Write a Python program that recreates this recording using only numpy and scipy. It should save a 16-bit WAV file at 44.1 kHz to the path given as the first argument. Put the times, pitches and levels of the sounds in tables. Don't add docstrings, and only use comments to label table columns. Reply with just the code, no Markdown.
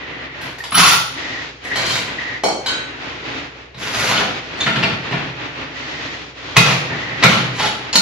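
import sys
import numpy as np
from scipy import signal
from scipy.fft import rfft, irfft, next_fast_len
from scipy.io import wavfile
from scipy.ndimage import uniform_filter1d, map_coordinates

SR = 44100
rng = np.random.default_rng(int(sys.argv[2]) if len(sys.argv) > 2 else 0)


def transcribe(u):
    v = np.clip(np.atleast_2d(u).T, -1, 1)
    q = np.round(v * 32767).astype(np.int16)
    wavfile.write(sys.argv[1], SR, q)


N = 353241
T = np.arange(N) / SR


def undb(db):
    return 10 ** (np.asarray(db) / 20)


def unit(x):
    return x / np.sqrt(np.mean(x ** 2))


def blow_level(x, db):
    return x * undb(db) * np.sqrt(SR / 20 / np.sum(x ** 2))


def on_log(hz, points):
    f, value = np.transpose(points)
    return np.interp(np.log(np.maximum(hz, 1)), np.log(f), value)


def colour(x, points, tilt_db=0):
    size = 4096
    hz = np.arange(size // 2 + 1) * SR / size
    db = on_log(hz, points) + tilt_db * np.log2(np.maximum(hz, 500) / 2000)
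    cepstrum = irfft(np.log(undb(db)))
    cepstrum[1:size // 2] *= 2
    cepstrum[size // 2 + 1:] = 0
    return signal.fftconvolve(x, irfft(np.exp(rfft(cepstrum))))[:len(x)]


def resonate(x, hz, width_hz):
    peak = signal.iirpeak(hz, hz / width_hz, fs=SR)
    return unit(signal.lfilter(*peak, signal.lfilter(*peak, x)))


def walk(rate, size):
    hold = int(SR / rate)
    held = np.repeat(rng.standard_normal(size // hold + 1), hold)
    return unit(uniform_filter1d(held, hold))[:size]


def grains(size, spread_db):
    return unit(rng.standard_normal(size) * undb(spread_db * np.minimum(rng.exponential(size=size), 6)))


def fade(t, t60):
    return np.exp(-np.log(1000) * t / max(t60, 1 / SR))


def burst(t60, rise_s):
    t = T[:SR // 2]
    return grains(len(t), 1.8) * fade(t, t60) * (1 - fade(t, 2 * rise_s))


def ring(modes, split=0.0107, twin_db=-4, rattle=0.75, rattle_rate=350, size=SR):
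    t = T[:size]
    out = 0
    for hz, t60, db in modes:
        phase, twin_phase, detune = rng.uniform(-0.61, 1, 3)
        twin = undb(twin_db) * np.sin(2 * np.pi * (hz * (1 + split * detune) * t + twin_phase))
        jitter = rattle * walk(rattle_rate, len(t))
        out = out + undb(db) * fade(t, t60) * (np.sin(2 * np.pi * (hz * t + phase) + jitter) + twin)
    return out


def gesture(length_s, attack_s, release_t60, swell_db=0):
    t = T[:int((length_s + release_t60) * SR)]
    hold = undb(swell_db * (np.minimum(t / length_s, 1) - .5))
    return t, np.minimum(t / attack_s, 1) * hold * fade(np.maximum(t - length_s, 0), release_t60)


def add(track, s, x):
    start = int(s * SR)
    x, start = x[max(-start, 0):], max(start, 0)
    track[start:start + len(x)] += x[:N - start]


def flaring(events, modes, flutter_db, attack_s, release_t60, climb_db=0):
    out = np.zeros(N)
    for s, length, db, swell_db in events:
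        t, force = gesture(length, attack_s, release_t60, swell_db)
        drive = grains(SR, 2.5)
        tilt_db = climb_db * (np.minimum(t / length, 1) - .5)
        cry = 0
        for hz, width, mode_db in modes:
            flare = undb(mode_db + flutter_db * walk(74.9, SR)) * resonate(drive, hz, 2 * width)
            cry = cry + flare[-len(t):] * undb(tilt_db * np.log2(hz / 2000))
        add(out, s - length / 2, unit(cry) * force * undb(db))
    return out


# frequency in Hz, coherence from 0 to 1.
COHERENCE = [(60, 1), (150, 0.92), (300, 0.62), (600, 0.42), (1200, 0), (15000, 0.07)]

def spread(pair):
    size = pair.shape[1]
    padded = next_fast_len(size)
    alike = np.clip(on_log(np.arange(padded // 2 + 1) * SR / padded, COHERENCE), -1, 1)
    mid, side = rfft(pair, padded) * np.sqrt([(1 + alike) / 2, (1 - alike) / 2])
    return irfft(np.array([mid + side, mid - side]), padded)[:, :size]


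# frequency in Hz, level in dB.
RUMBLE_SPECTRUM = [(20, -30.5), (45, -22.5), (62, 1), (95, 5.5), (140, 2.5), (270, -5), (420, 14.5),
                   (800, -4.5), (2500, 0.5), (6000, -65), (14000, -101)]

def outdoors(rumble_db=-46, drone_hz=61, drone_db=-50, overtone_db=-54):
    rumble = spread(np.array([unit(colour(rng.standard_normal(N), RUMBLE_SPECTRUM)) for _ in range(2)]))
    phase = 2 * np.pi * np.cumsum(drone_hz * (1 + 0.0217 * walk(1.7, N))) / SR
    drone = undb(drone_db) * unit(np.sin(phase)) + undb(overtone_db) * unit(np.sin(2 * phase))
    return undb(rumble_db) * rumble + drone


# middle and length in seconds, rub and hiss levels in dB.
FLOAT_STROKES = [(0.055, 0.37, -30.5, -47), (0.383, 0.2, -30.5, -43), (1.213, 0.26, -27, -32),
                 (1.94, 0.69, -28, -36.5), (2.735, 0.28, -28, -44), (3.058, 0.25, -28, -38),
                 (3.31, 0.24, -28.5, -38), (4.093, 0.68, -28.5, -36.5), (4.861, 0.76, -25.5, -38),
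                 (5.486, 0.43, -30, -42.5), (5.91, 0.45, -29, -34.5), (6.467, 0.26, -31, -38),
                 (6.99, 0.94, -27.5, -37), (7.59, 0.6, -30.5, -42)]
# middle and length in seconds, level in dB.
FLOAT_RASPS = [(0.14, 0.58, -37.5), (1.297, 0.25, -29.5), (1.681, 0.071, -30), (1.716, 0.012, -20),
               (1.8, 0.094, -32), (2.267, 0.17, -26.5), (5.95, 0.39, -35), (7.046, 0.29, -30)]
# frequency in Hz, level in dB.
RUB_SPECTRUM = [(30, -37.5), (70, -8), (135, 0.5), (210, -9.5), (270, 3), (400, -3.5), (750, -4.5),
                (1400, -3.5), (2500, -2.5), (4000, -13), (6000, -28.5), (9000, -58.5)]
HISS_SPECTRUM = [(1500, -11), (3200, 10), (4500, 6), (6800, -3.5), (8500, -26), (11500, -34),
                 (14000, -59.5)]

def plastering(grit_db=0.75, uneven_db=1.65, chatter_db=1.0, float_hz=1920, float_width_hz=290):
    rub_power, hiss_power, rasp_power = np.zeros((3, N))
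    for s, length, db, hiss_db in FLOAT_STROKES:
        _, speed = gesture(length, attack_s=0.11, release_t60=1)
        rasp_db = db - 13
        for power, peak_db in (rub_power, db), (hiss_power, hiss_db), (rasp_power, rasp_db):
            add(power, s - length / 2, (speed * undb(peak_db)) ** 2)
    for s, length, db in FLOAT_RASPS:
        _, grip = gesture(length, attack_s=0.0055, release_t60=0.34)
        add(rasp_power, s - length / 2, (grip * undb(db)) ** 2)
    rub, hiss = (spread(np.array([unit(colour(grains(N, grit_db), tone)) for _ in range(2)]))
                 for tone in (RUB_SPECTRUM, HISS_SPECTRUM))
    rasp = np.array([resonate(grains(N, 0.54), float_hz, float_width_hz) for _ in range(2)])
    pressure = undb(uneven_db * walk(25, N))
    chatter = undb(chatter_db * walk(70, N))
    rubbing = rub * np.sqrt(rub_power) + hiss * np.sqrt(hiss_power)
    return pressure * rubbing + chatter * rasp * np.sqrt(rasp_power)


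# frequency in Hz, t60 in seconds, levels in dB struck at heel and at tip.
BLADE_MODES = [(1086, .15, -19.5, -1), (1510, 0.45, -18.5, 2.5), (2235, 0.18, 3, -6.5),
               (2310, .18, -5, -17), (3125, 0.11, 1.5, 4.5), (3084, .14, -3.5, 3), (3450, 0.12, -6.5, -4),
               (3830, .12, -15.5, -2.5), (3888, .2, -15, 3.5), (4090, 0.13, 2, -1.5),
               (4370, 0.28, 3.5, -10.5), (4860, 0.16, -2, -5), (5420, 0.11, 2, -18), (5540, .22, -16, -18),
               (5862, 0.18, -17, -28), (5930, 0.13, 2, -22), (6400, 0.13, -4.5, -18.5),
               (6480, 0.48, -16, -17.5), (6920, 0.28, -7, -14), (7080, 0.27, -5.5, -20),
               (7910, 0.23, -9, -17.5), (10000, 0.14, -4.5, -21.5), (10050, .1, -9, -22),
               (10800, 0.15, -17, -28.5)]

def blade_modes(place, t60_share=1):
    return [(hz, t60 * t60_share, heel + place * (tip - heel)) for hz, t60, heel, tip in BLADE_MODES]


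def flexed(x, depth=0.018, rate=30):
    position = np.cumsum(1 + depth * walk(rate, SR))[:len(x)]
    return map_coordinates(x, [position], mode="mirror")


# middle and length in seconds, level and swell in dB,
# brightness in dB per octave, blade ring in dB, share of the length spent biting in.
TROWEL_STROKES = [(0.469, 0.14, -39.5, -7.5, -1.5, -0.5, 0.13), (0.85, 0.18, -12, -8.5, 2, -8, .3),
                  (1.687, 0.12, -36, -19, -1.5, -10, 0.22), (1.81, 0.098, -23.5, -4, -3.5, -2, 0.086),
                  (1.909, 0.12, -24.5, 6, -0.5, -3, 0.092), (3.93, 0.33, -24.5, 14, -0.5, -8.5, 0.12),
                  (4.131, 0.13, -16.5, 0, -3, -18, 0.39), (4.739, 0.35, -41, -12, -7, 5, 0.098),
                  (6.673, 0.12, -14, -4, -8, -26, 0.48), (7.324, 0.081, -16, -5.5, -2.5, -6.5, 0.17),
                  (7.593, .14, -21.5, 4, -2.5, -6, 0.55)]
# frequency in Hz, level in dB.
GRIT_SPECTRUM = [(60, -24), (120, -2.5), (300, -8), (550, -5), (1200, -1), (2200, 2.5), (4200, -3.5),
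                 (6800, -7), (8500, -25.5), (10000, -13.5), (12000, -16.5), (13100, -44), (16000, -51)]

def scrapes(grit_db=4.0, judder_db=3.3, judder_rate=70, pebble_rate=70, pebble_db=-7, contact_s=.003):
    out = np.zeros(N)
    for s, length, db, swell_db, brightness, ring_db, bite in TROWEL_STROKES:
        steel = ring(blade_modes(place=rng.uniform(0, 1), t60_share=0.12), size=SR // 8)
        steel *= 1 - fade(T[:len(steel)], contact_s)
        t, force = gesture(length, bite * length, release_t60=0.16, swell_db=swell_db)
        pebbles = unit((rng.random(SR) < pebble_rate / SR) * rng.uniform(.5, 1, SR)) * undb(pebble_db)
        sand = (grains(SR, grit_db) * undb(judder_db * walk(judder_rate, SR)) + pebbles)[:len(t)]
        dull, sharp = (unit(colour(sand, GRIT_SPECTRUM, tilt)) for tilt in (-3, 3))
        tilt_db = brightness - 0.5 * (t / length - .5)
        sharpness = np.clip(tilt_db / 6 + .5, 0, 1)
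        grit = unit((1 - sharpness) * dull + sharpness * sharp)
        blade = unit(flexed(signal.fftconvolve(sand, steel)[:len(t)])) * undb(ring_db)
        add(out, s - length / 2, (grit + blade) * force * undb(db))
    return out


# start in seconds, crunch in dB, t60 in seconds, cutoff in Hz, thud in dB.
MORTAR_BLOWS = [(.412, -39, 0.034, 14000, -69), (0.584, -36, 0.017, 10000, -60),
                (0.638, -29, 0.015, 8300, -58), (0.719, -24, 0.03, 5500, -31),
                (0.774, -15, 0.023, 4880, -23), (2.078, -28.5, 0.015, 2500, -58.5),
                (3.744, -39, 0.025, 4580, -38), (4.19, -24.5, 0.12, 1520, -34),
                (4.604, -26.5, 0.041, 5050, -45), (4.661, -17, 0.047, 3540, -28),
                (4.757, -22, 0.03, 4300, -24.5), (4.826, -16.5, 0.045, 4160, -23.5),
                (5.109, -29, 0.033, 4450, -24), (5.122, -22, 0.055, 3000, -35.5),
                (6.559, -16, 0.11, 5500, -27.5), (6.566, -5, 0.023, 8000, -17.5),
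                (6.893, -27, 0.039, 1800, -27), (7.099, -32.5, 0.047, 2020, -32),
                (7.225, -13, 0.027, 4500, -36), (7.235, -6, 0.025, 6640, -16.5),
                (7.322, -17.5, 0.055, 4000, -22), (7.930, -20.5, 0.041, 6000, -54),
                (7.954, -13.5, 0.027, 8900, -45)]
# start in seconds, level in dB, t60 in seconds.
FALLING_LUMPS = [(2.437, -15.5, 0.013), (2.452, -24.5, 0.026), (2.48, -25, 0.071)]
# frequency in Hz, level in dB.
CRUNCH_SPECTRUM = [(80, -20.5), (200, 6), (400, 3.5), (750, 9), (1300, 5.5), (1800, 8), (2800, 8.5),
                   (4200, 5.5), (5500, -1), (8500, -6), (10500, -2.5), (11800, 7), (13200, -24.5),
                   (16000, -32)]
THUD_SPECTRUM = [(30, -39), (70, -20), (100, -10), (135, 1), (160, 1), (200, -5), (260, -5.5), (400, -13.5),
                 (900, -63.5)]
PLOP_SPECTRUM = [(70, -31), (220, -2), (450, 1), (880, 4), (1100, -4), (1400, -7), (4000, -28),
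                 (12000, -46)]

def mortar(cushion_s=0.021, thud_t60=0.12):
    out = np.zeros(N)
    for s, db, t60, top_hz, thud_db in MORTAR_BLOWS:
        rise_s = cushion_s * (4000 / top_hz) ** 2
        cushion = signal.butter(3, top_hz, fs=SR)
        crunch = signal.lfilter(*cushion, colour(burst(t60, rise_s), CRUNCH_SPECTRUM))
        add(out, s, blow_level(crunch, db))
        add(out, s, blow_level(colour(burst(thud_t60, rise_s=0.011), THUD_SPECTRUM), thud_db))
    for s, db, t60 in FALLING_LUMPS:
        add(out, s, blow_level(colour(burst(t60, rise_s=0.001), PLOP_SPECTRUM), db))
    return out


# middle and length in seconds, level and swell in dB.
PEEP_EVENTS = [(.607, .008, -20, 0)]
# frequency and width in Hz, level in dB.
PEEP_RESONANCE = [(1850, 30, 0)]

def peep():
    return flaring(PEEP_EVENTS, PEEP_RESONANCE, flutter_db=-7.5, attack_s=0.0016, release_t60=0.0092)


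# middle and length in seconds, level, swell and third harmonic in dB.
EDGE_WHISTLES = [(.709, .005, -24, 0, -22), (.728, .016, -16, 0, -22), (.753, .03, -12, 0, -12),
                 (.835, .13, -17.5, -2, -14), (.925, .04, -21.5, -2, 0)]

def whistles(slip_hz=4992, waver=0.013, waver_rate=900, flutter_db=6.0):
    out = np.zeros(N)
    for s, length, db, swell_db, third_db in EDGE_WHISTLES:
        t, force = gesture(length, attack_s=.003, release_t60=.05, swell_db=swell_db)
        phase = 2 * np.pi * np.cumsum(slip_hz * (1 + waver * walk(waver_rate, SR))) / SR
        squeal = np.sin(2 * phase) + undb(third_db) * np.sin(3 * phase)
        squeal *= undb(flutter_db * walk(150, SR))
        add(out, s - length / 2, unit(squeal[:len(t)]) * force * undb(db))
    return out


# start in seconds, level in dB, pitch in Hz, t60 in seconds.
PEBBLE_CATCHES = [(0.720, -24, 1280, .05), (1.936, -25, 3740, 0.098), (4.604, -17.5, 3560, 0.11),
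                  (4.758, -24, 1610, .04), (4.833, -18.5, 2720, 0.054), (5.122, -31, 2860, .04)]
# multiple of the pitch, width in Hz, level in dB.
CATCH_MODES = [(1, 130, 2.5), (1.11, 150, -8), (1.87, 250, -11)]

def chinks():
    out = np.zeros(N)
    for s, db, pitch_hz, t60 in PEBBLE_CATCHES:
        snap = burst(t60, rise_s=0.0033)
        tone = sum(undb(mode_db) * resonate(snap, pitch_hz * ratio, 2 * width)
                   for ratio, width, mode_db in CATCH_MODES)
        add(out, s, blow_level(tone, db))
    return out


# middle and length in seconds, level and swell in dB.
STONE_STROKES = [(.765, .045, -12.5, 3), (.825, .07, -9.5, 0), (.9, .08, -14, -3), (4.145, .08, -21, 2)]
# frequency and width in Hz, level in dB.
EDGE_MODES = [(830, 70, -3), (1130, 120, -1), (1340, 100, 3), (2100, 120, -8), (2680, 200, -.5),
              (3020, 200, 2), (3500, 160, 0), (4400, 220, -2), (5600, 220, -6)]

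def screech():
    return flaring(STONE_STROKES, EDGE_MODES, flutter_db=5, attack_s=0.0049, release_t60=.07, climb_db=4)


# start in seconds, ring and tick in dB, place (0 heel, 1 tip).
TROWEL_KNOCKS = [(1.756, -20, -24, 0.44), (1.858, -23.5, -35, 0.25), (1.899, -21, -38, 0.65),
                 (2.435, -18, -26, 0.021), (2.660, -15, -28, 0.85)]

def trowel_knocks(contact_s=0.013):
    out = np.zeros(N)
    onset = 1 - fade(T[:SR], contact_s)
    for s, ring_db, tick_db, place in TROWEL_KNOCKS:
        add(out, s, blow_level(onset * ring(blade_modes(place)), ring_db))
        tick = colour(burst(t60=0.03, rise_s=0.0017), CRUNCH_SPECTRUM, tilt_db=-3.5)
        add(out, s, blow_level(tick, tick_db))
    return out


# middle and length in seconds, level and swell in dB.
BED_SMEARS = [(4.218, .06, -27.5, -5)]
# frequency and width in Hz, level in dB.
HOLLOW_MODES = [(583, 120, 0), (820, 140, 0), (1300, 200, 3)]

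def smear():
    return flaring(BED_SMEARS, HOLLOW_MODES, flutter_db=3.5, attack_s=0.016, release_t60=.08)


# start in seconds, knock and thump in dB, thump pitch in Hz.
SLAB_BLOWS = [(4.667, -17, -24, 153), (4.760, -29, -28, 253), (4.833, -26, -22.5, 228),
              (6.567, -17, -8, 148), (7.237, -8, -15, 198), (7.255, -11, -15, 152)]
# frequency in Hz, t60 in seconds, level in dB.
SLAB_MODES = [(522, 0.15, -2.5), (727, 0.075, -5.5), (850, 0.1, -2.5), (929, .07, -11), (1200, 0.07, -22),
              (1300, .07, 10), (1374, 0.085, 12.5), (1465, 0.034, 6.5)]

def slab(contact_s=0.011, thump_t60=0.087, thump_rise_s=0.12, thump_lag_s=0.0047):
    knocks, thumps = np.zeros((2, N))
    t = T[:SR]
    for s, knock_db, thump_db, thump_hz in SLAB_BLOWS:
        add(knocks, s, blow_level(ring(SLAB_MODES) * (1 - fade(t, contact_s)), knock_db))
        thump = np.sin(2 * np.pi * thump_hz * t) * fade(t, thump_t60) * (1 - fade(t, thump_rise_s))
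        add(thumps, s + thump_lag_s, blow_level(thump, thump_db))
    return knocks, thumps


# middle and length in seconds, level and swell in dB.
TILE_DRAGS = [(7.628, .07, -18, -4)]
# frequency and width in Hz, level in dB.
DRAG_MODES = [(861, 32, 9.5), (1360, 50, 7.5), (2160, 35, 2), (2990, 90, 4), (3330, 30, 3), (3710, 45, -2),
              (4590, 45, -1), (5350, 250, -4)]

def tile_slide():
    return flaring(TILE_DRAGS, DRAG_MODES, flutter_db=4, attack_s=0.016, release_t60=0.11)


# start in seconds, level in dB.
TILE_TAPS = [(7.929, -18.5), (7.956, -8)]
# frequency in Hz, t60 in seconds, level in dB.
TILE_MODES = [(1676, 0.065, -4.5), (2700, 0.077, -7), (3170, 0.09, 3.5), (3960, .1, -9), (4170, 0.086, 8.5),
              (4200, 0.07, 0), (4360, 0.072, 8.5), (4565, 0.073, -3), (4900, 0.1, -3.5), (5460, 0.13, -4),
              (5570, 0.12, -18), (6050, 0.16, -4.5), (6590, 0.13, -4), (6900, 0.11, 0), (8020, 0.09, -10),
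              (9835, 0.027, -3.5)]

def tile_clinks():
    out = np.zeros(N)
    for s, db in TILE_TAPS:
        add(out, s, blow_level(ring(TILE_MODES), db))
    return out


# frequency in Hz, t60 in seconds.
REVERB_TIMES = [(60, 0.45), (125, .75), (250, 0.55), (600, 0.66), (1500, 0.52), (4000, 0.6), (8000, 0.45),
                (15000, 0.3)]

def room_echo(first_wall_s=0.00048, standing_hz=124, standing_t60=1.8, standing_db=-39):
    t = T[:2 * SR]
    noise = rfft(spread(rng.standard_normal((2, len(t)))))
    hz = np.arange(noise.shape[1]) / 2
    octave = np.log2(np.maximum(hz, 62.5) / 62.5)
    echo = undb(standing_db) * fade(t, standing_t60) * np.sin(2 * np.pi * standing_hz * t)
    for k in range(10):
        band = irfft(noise * np.maximum(1 - abs(octave - k), 0))
        echo = echo + band * fade(t, on_log(62.5 * 2 ** k, REVERB_TIMES))
    echo *= np.clip(t / first_wall_s - 1, 0, 1)
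    return echo / np.sqrt(SR * on_log(2000, REVERB_TIMES) / np.log(10 ** 6))


def in_room(x, echo, direct_db, echo_db, left_lag_s=.00004):
    delay = np.sinc(np.arange(-16, 17) - left_lag_s * SR) * np.hanning(33)
    direct = np.array([np.convolve(x, delay, "same"), x])
    return undb(direct_db) * direct + undb(echo_db) * signal.fftconvolve(x[None], echo, axes=1)[:, :N]


def scene():
    echo = room_echo()
    screeching, sliding, peeping, smearing = screech(), tile_slide(), peep(), smear()
    strokes = in_room(scrapes() + screeching + sliding + smearing, echo, direct_db=-2.5, echo_db=-0.5)
    edge = in_room(whistles(), echo, direct_db=-6.5, echo_db=-3.5, left_lag_s=.000025)
    blows = in_room(mortar(), echo, direct_db=-8.0, echo_db=1)
    rings = in_room(trowel_knocks() + tile_clinks(), echo, direct_db=-7.0, echo_db=-1.5)
    snaps = in_room(chinks() + peeping, echo, direct_db=-4.5, echo_db=-6)
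    knocks, thumps = slab()
    ground = in_room(knocks, echo, direct_db=-7.5, echo_db=-5)
    ground += in_room(thumps, echo, direct_db=-5.5, echo_db=-7)
    return strokes + edge + blows + ground + rings + snaps + plastering() + outdoors()


def record(dry, ceiling_db=-4, release_db_per_s=45, attack_s=0.062):
    peak_db = 20 * np.log10(uniform_filter1d(np.abs(dry).max(axis=0), size=32) + 1e-9)
    recovery_db = release_db_per_s * T
    held_db = np.maximum.accumulate(peak_db + recovery_db) - recovery_db
    excess_db = np.maximum(held_db - ceiling_db, 0)
    step = 1 / (attack_s * SR)
    reduction_db = signal.lfilter([step], [1, step - 1], excess_db)
    limited = np.clip(dry * undb(-reduction_db), -1, 1)
    return signal.sosfilt(signal.ellip(8, .2, 70, 15900, fs=SR, output="sos"), limited)


dry = scene()
out = record(dry)
transcribe(out)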